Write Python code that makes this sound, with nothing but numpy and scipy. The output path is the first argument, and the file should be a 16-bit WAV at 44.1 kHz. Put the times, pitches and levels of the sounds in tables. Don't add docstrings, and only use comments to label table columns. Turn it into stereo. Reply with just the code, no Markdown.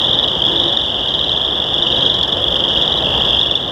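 import sys
import numpy as np
from scipy import signal
from scipy.fft import rfft, irfft
from scipy.io import wavfile
from scipy.ndimage import uniform_filter1d, minimum_filter1d

SR = 44100
rng = np.random.default_rng(int(sys.argv[2]) if len(sys.argv) > 2 else 0)


def unload_wav(signal):
    wavfile.write(
        sys.argv[1],
        SR,
        np.round(np.clip(np.atleast_2d(signal).T, -1, 1) * 32767).astype(np.int16),
    )


N = 163611
T = np.arange(N) / SR

# start_s, spacing_ms, slowing_ms_per_pulse, pulse_count, pitch_hz, rise_hz_per_pulse,
# level_db, overtones_db
TRILLS = [ (.001, 47, .15, 6, 3596, 18, -14.5, -2), (.112, 42.6, .3, 5, 3560, 40, -14.5, 1),
          (.245, 36.4, -.15, 12, 3052, 46, -13.5, 2), (.441, 39, .3, 7, 3516, 31, -16, 0),
          (.578, 39, .15, 7, 3606, 11.5, -15.5, 1.5), (.598, 44.1, 0, 7, 3543, 3, -16, 5.5),
          (1.091, 51, 0.063, 5, 3690, 28, -16, 2), (1.330, 45, 0.1, 7, 3566, 0, -14, 0),
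          (1.643, 46.5, -.15, 16, 3550, -1.5, -16, 4.5), (1.867, 39, .3, 10, 3038, 46.5, -15.5, 3),
          (1.922, 44, -0.028, 6, 3785, 9, -18, -4), (1.980, 46.4, 0.038, 6, 3444, -3.5, -19, 7),
          (2.098, 45.6, 0.017, 7, 3436, -2, -14, 7), (2.402, 40.67, 0.13, 16, 3410, 18.5, -17.5, 5.5),
          (2.545, 47.25, .15, 10, 3393, 45, -15.5, 4.5), (2.752, 41.75, .15, 14, 3246, 23, -17, 3),
          (3.020, 43, 0.056, 14, 2770, 3.5, -27.5, -1), (3.045, 40.25, 0.18, 13, 2898, 1, -20.5, 3),
          (3.069, 36.4, 0.17, 10, 2870, 46, -16, 8), (3.179, 42.5, -.15, 10, 3160, 37, -14.5, 4.5),
          (3.420, 52, -0.025, 6, 3570, 3, -17, 0.5)]
# peak_s, level_db, pitch_hz
LOUD_PULSES = [(0.0451, -3, 3455), (0.0707, -4, 3600), (0.1133, -8, 3540), (0.1322, -2.5, 3570),
               (0.1489, -9.5, 3480), (0.1899, -0.5, 3460), (0.2296, -3, 3430), (0.2779, -2.9, 3330),
               (0.4214, 1, 3260), (0.4534, -3, 3380), (0.4657, 0, 3350), (0.486, -2.2, 3374),
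               (0.5632, -4.5, 3460), (0.6014, -0.5, 3380), (0.6205, -8, 3600), (0.6429, -6, 3450),
               (0.6685, -9, 3620), (0.7268, -3.5, 3420), (0.7728, 1, 3570), (1.0852, -3, 3310),
               (1.1496, -4.5, 3420), (1.2131, -3, 3380), (1.2937, -11, 3560), (1.3195, -3, 3470),
               (1.3655, -4, 3410), (1.4149, -2.5, 3390), (1.4502, -2, 3540), (1.743, -1, 3350),
               (1.7646, -6.4, 3430), (1.7882, -4.5, 3520), (1.8245, -0.5, 3590), (1.8687, -6, 3050),
               (1.903, -3, 3130), (1.9851, -4.6, 3244), (2.0304, -3.3, 3267), (2.0633, 4, 3306),
               (2.0797, -4, 3310), (2.1011, 3.5, 3480), (2.1451, -2, 3296), (2.2128, -3, 3430),
               (2.2802, -13, 3346), (2.3272, -0.5, 3497), (2.4023, -5, 3425), (2.4427, 0, 3450),
               (2.4836, -3.5, 3440), (2.5446, -7.5, 3260), (2.5652, -6, 3270), (2.5918, -13, 3320),
               (2.6407, 1, 3260), (2.7068, -4, 3420), (2.7758, -2.6, 3310), (2.8238, 0, 3460),
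               (2.8785, -1, 3510), (2.9238, -5.5, 3480), (2.9696, -7.5, 3420), (2.99, -5, 3440),
               (3.0604, -6, 3290), (3.1501, -4, 3170), (3.1783, -9, 3340), (3.2222, 3, 3410),
               (3.2638, -2.5, 3240), (3.2752, -3, 3290), (3.292, -6, 3385), (3.3066, -5, 3444),
               (3.3578, -6, 3330), (3.3689, -8, 3320), (3.3939, 2.5, 3440), (3.4141, 1.5, 3640),
               (3.4317, -4, 3420), (3.462, -2.5, 3330), (3.5129, -2, 3550), (3.556, -0.5, 3530)]


def near_frogs(trill_gain_db=5, loud_gain_db=-3.5):
    rows = [(peak_s, db + loud_gain_db, hz, 0) for peak_s, db, hz in LOUD_PULSES]
    for start_s, spacing_ms, slowing_ms, count, hz, rise_hz, db, overtones_db in TRILLS:
        for k in range(count):
            delay_s = (spacing_ms * k + slowing_ms * k * k / 2) / 1000
            rows.append((start_s + delay_s, db + trill_gain_db, hz + rise_hz * k, overtones_db))
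    return wood(throat_pulses(rows), wet_db=-14)


# pitch_ratio, level_db
PARTIALS = [(0.502, -28.5), (1.55, -32), (2, -44), (2.5, -51.5)]
# frequency_hz, level_db
RASP_SPECTRUM = [(2000, -19), (2500, -1), (4300, -3), (5200, -1), (6800, -6), (8000, -22), (11000, -22),
                 (15000, -33)]


def throat_pulses(rows, rise_s=.0032, sag_hz_per_s=46000, sag_spread=.4, rasp_db=-34.5):
    t = np.arange(1, 700) / SR
    fade_out = np.minimum(1, (t[-1] - t) / rise_s)
    shape = (t / rise_s * np.exp(1 - t / rise_s)) ** 4.55 * fade_out
    sag_cycles = sag_hz_per_s * (t - rise_s) ** 2 / 2
    tone, rasp_power = np.zeros(N), np.zeros(N)
    for peak_s, level_db, hz, overtones_db in rows:
        offset_cycles, bend = rng.uniform(-1.073, 1, 2)
        phase = 2 * np.pi * (hz * t - sag_cycles * (1 + sag_spread * bend) + offset_cycles)
        envelope = from_db(level_db) * shape
        brightness = from_db(overtones_db)
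        partials = sum(from_db(db) * np.sin(ratio * phase) for ratio, db in PARTIALS)
        start = int((peak_s - rise_s) * SR)
        add(tone, envelope * (np.sin(phase) + brightness * partials), start)
        add(rasp_power, (envelope * brightness) ** 2, start)
    return tone + from_db(rasp_db) * np.sqrt(rasp_power) * noise(RASP_SPECTRUM)


# time_s, level_db
CHORUS_LEVEL = [(0.0, -17), (0.31, -20.5), (0.62, -18.5), (0.78, -20), (1.31, -19.5), (1.75, -20.5),
                (1.98, -17), (2.25, -21), (2.45, -20), (2.71, -17.5), (3.04, -20.5), (3.35, -16),
                (3.52, -23), (3.71, -24)]


def far_frogs(trills_per_s=36, pulse_count=15, spacing_s=.045, rise_hz=22.3, overtones_db=2, gain_db=1):
    groves = [[] for _ in range(4)]
    k = np.arange(pulse_count)
    for i, start_s in enumerate(np.arange(-1, N / SR, 1 / trills_per_s)):
        lag, pace, pitch, nearness = rng.standard_normal(4)
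        times_s = start_s + spacing_s * (lag + k * (1 + .08 * pace))
        deep_voice = i % 6 == 0
        voice_hz, spread_hz, voice_db = (3044, 46, -3.5) if deep_voice else (3341.7, 131, 0)
        pitches_hz = voice_hz + spread_hz * np.clip(pitch, -1.7, 1.7) + rise_hz * (k - k.mean())
        db = voice_db + np.clip(nearness, -2, 2)
        trill = [(s, db, hz, overtones_db) for s, hz in zip(times_s, pitches_hz) if 0 < s < N / SR]
        groves[i % len(groves)] += trill
    chorus = sum(wood(throat_pulses(rows), wet_db=-4.5) for rows in groves)
    running_rms = np.sqrt(uniform_filter1d(chorus[0] ** 2, size=SR // 16) + 1e-12)
    return from_db(gain_db) * level(CHORUS_LEVEL) * chorus / running_rms


def wood(x, wet_db, t60_s=.36, side_db=-17.5):
    t = T[:SR // 2]
    mid, side = rng.standard_normal((2, len(t))) * from_db(-60 * t / t60_s)
    tail = (mid + from_db(side_db) * side * [[1], [-1]]) / np.sqrt(np.sum(mid ** 2))
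    return x + from_db(wet_db) * irfft(rfft(x) * rfft(tail, N), N)


# peak_s, level_db, centre_hz, half_width_s
TICKS = [(2.231, -27, 4300, .003), (2.42, -50, 10800, .006)]


def leaf_litter():
    ticks = np.zeros(N)
    for peak_s, db, hz, half_width_s in TICKS:
        envelope = np.exp(-((T - peak_s) / half_width_s) ** 2)
        band = [(hz / 4, -54), (hz / np.sqrt(2), -18), (hz, 0), (hz * np.sqrt(2), -18), (hz * 4, -54)]
        ticks += from_db(db) * envelope * noise(band)
    return ticks


# time_s, level_db
ROAR_LEVEL = [(0.0, -23), (0.41, -24.5), (0.52, -22.5), (0.85, -26.5), (1.89, -24.5), (1.98, -22.5),
              (2.16, -25), (2.58, -23.5), (2.99, -22.5), (3.19, -21), (3.58, -27), (3.71, -26)]
# frequency_hz, level_db
ROAR_BODY = [(53, -34), (90, -4.5), (128, -1), (236, -4.5), (353, -1.5), (397, -3.5), (532, -1),
             (674, -3.5), (1070, -8), (1500, -17), (1950, -47), (3300, -120)]
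ROAR_TOP = [(1720, -14), (2000, -21), (2300, -30.5), (2600, -24.5), (4000, -50)]
# time_s, level_db
RUMBLE_LEVEL = [(0.0, -39), (0.06, -37.5), (1.7, -39), (1.88, -41), (1.91, -32.5), (1.99, -38.5),
                (2.23, -35.5), (2.4, -36.5), (2.5, -30.5), (2.63, -40), (2.82, -32.5), (2.86, -36),
                (3.21, -31), (3.71, -45)]
# frequency_hz, level_db
RUMBLE_SPECTRUM = [(20, -15), (35, -6.5), (48, 1), (62, 11.5), (75, 6), (95, -7.5), (140, -44.5)]
# frequency_hz, leftward_db
ROAD_BALANCE = [(30, 4), (65, -7), (160, -1), (350, -2.5), (700, -3.1), (1400, -1.2), (4000, 0.5)]


def traffic(side_db=-21):
    roar_spectrum = [(40, -16)] + [(hz, db) for hz, db in ROAR_BODY if 85 < hz < 1550] + ROAR_TOP
    roar = level(ROAR_LEVEL) * noise(roar_spectrum)
    rumble = level(RUMBLE_LEVEL) * noise(RUMBLE_SPECTRUM)
    mid = roar + rumble + tyre_whines()
    side = from_db(side_db) * level(ROAR_LEVEL) * noise(roar_spectrum)
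    left = colour(mid + side, ROAD_BALANCE, db_scale=.61)
    right = colour(mid - side, ROAD_BALANCE, db_scale=-.58)
    return np.array([left, right])


# start_s, length_s, pitch_hz, level_db
WHINES = [(0.413, 0.34, 341, -28), (0.477, 0.31, 566.6, -33), (1.184, 0.19, 547, -37),
          (1.509, 0.13, 543, -32), (1.88, 0.19, 508, -32.5), (2.35, .5, 520, -32.5),
          (2.32, 0.34, 572, -32.5)]


def tyre_whines(width_hz=12):
    skirt = [(-2 * width_hz, -70), (-width_hz, -12), (0, 0), (width_hz, -12), (2 * width_hz, -70)]
    whines = np.zeros(N)
    for start_s, length_s, pitch_hz, level_db in WHINES:
        progress = np.clip((T - start_s) / length_s, 0, 1)
        swell = np.sqrt(np.sin(np.pi * progress).clip(0))
        band = [(pitch_hz + offset_hz, db) for offset_hz, db in skirt]
        whines += from_db(level_db) * swell * noise(band)
    return whines


# frequency_hz, level_db
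HISS_SPECTRUM = [(1500, 4), (2500, -6), (4500, 2), (7000, -9), (9000, -11), (12000, -26), (15500, -21)]


def hiss(level_db=-47.5):
    return from_db(level_db) * noise(HISS_SPECTRUM)


def from_db(db):
    return 10 ** (np.asarray(db) / 20)


def level(points):
    return from_db(np.interp(T, *np.transpose(points)))


def colour(x, spectrum, db_scale=1):
    hz, db = np.transpose(sorted(spectrum))
    bins_hz = np.maximum(np.arange(N // 2 + 1) * SR / N, 1)
    curve_db = np.interp(np.log(bins_hz), np.log(hz), db)
    return irfft(rfft(x) * from_db(db_scale * curve_db), N)


def noise(spectrum):
    x = colour(rng.standard_normal(N), spectrum)
    return x / np.sqrt(np.mean(x ** 2) + 1e-20)


def add(out, x, start):
    a, b = max(start, 0), min(start + len(x), N)
    if b > a:
        out[a:b] += x[a - start:b - start]


def scene(frog_pan_db=1.5):
    frogs = (near_frogs() + far_frogs()) * from_db([[-frog_pan_db / 2], [frog_pan_db / 2]])
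    return frogs + leaf_litter() + traffic() + hiss()


def record(dry, ceiling=.93, window_s=.004, cutoff_hz=15700):
    window = int(window_s * SR)
    needed_gain = ceiling / np.maximum(np.abs(dry).max(axis=0), ceiling)
    held_gain = minimum_filter1d(needed_gain, size=2 * window)
    smooth_gain = uniform_filter1d(uniform_filter1d(held_gain, size=window), size=window)
    lowpass = signal.ellip(10, .1, 80, cutoff_hz, fs=SR, output="sos")
    return signal.sosfilt(lowpass, dry * smooth_gain)


dry = scene()
out = record(dry)
unload_wav(out)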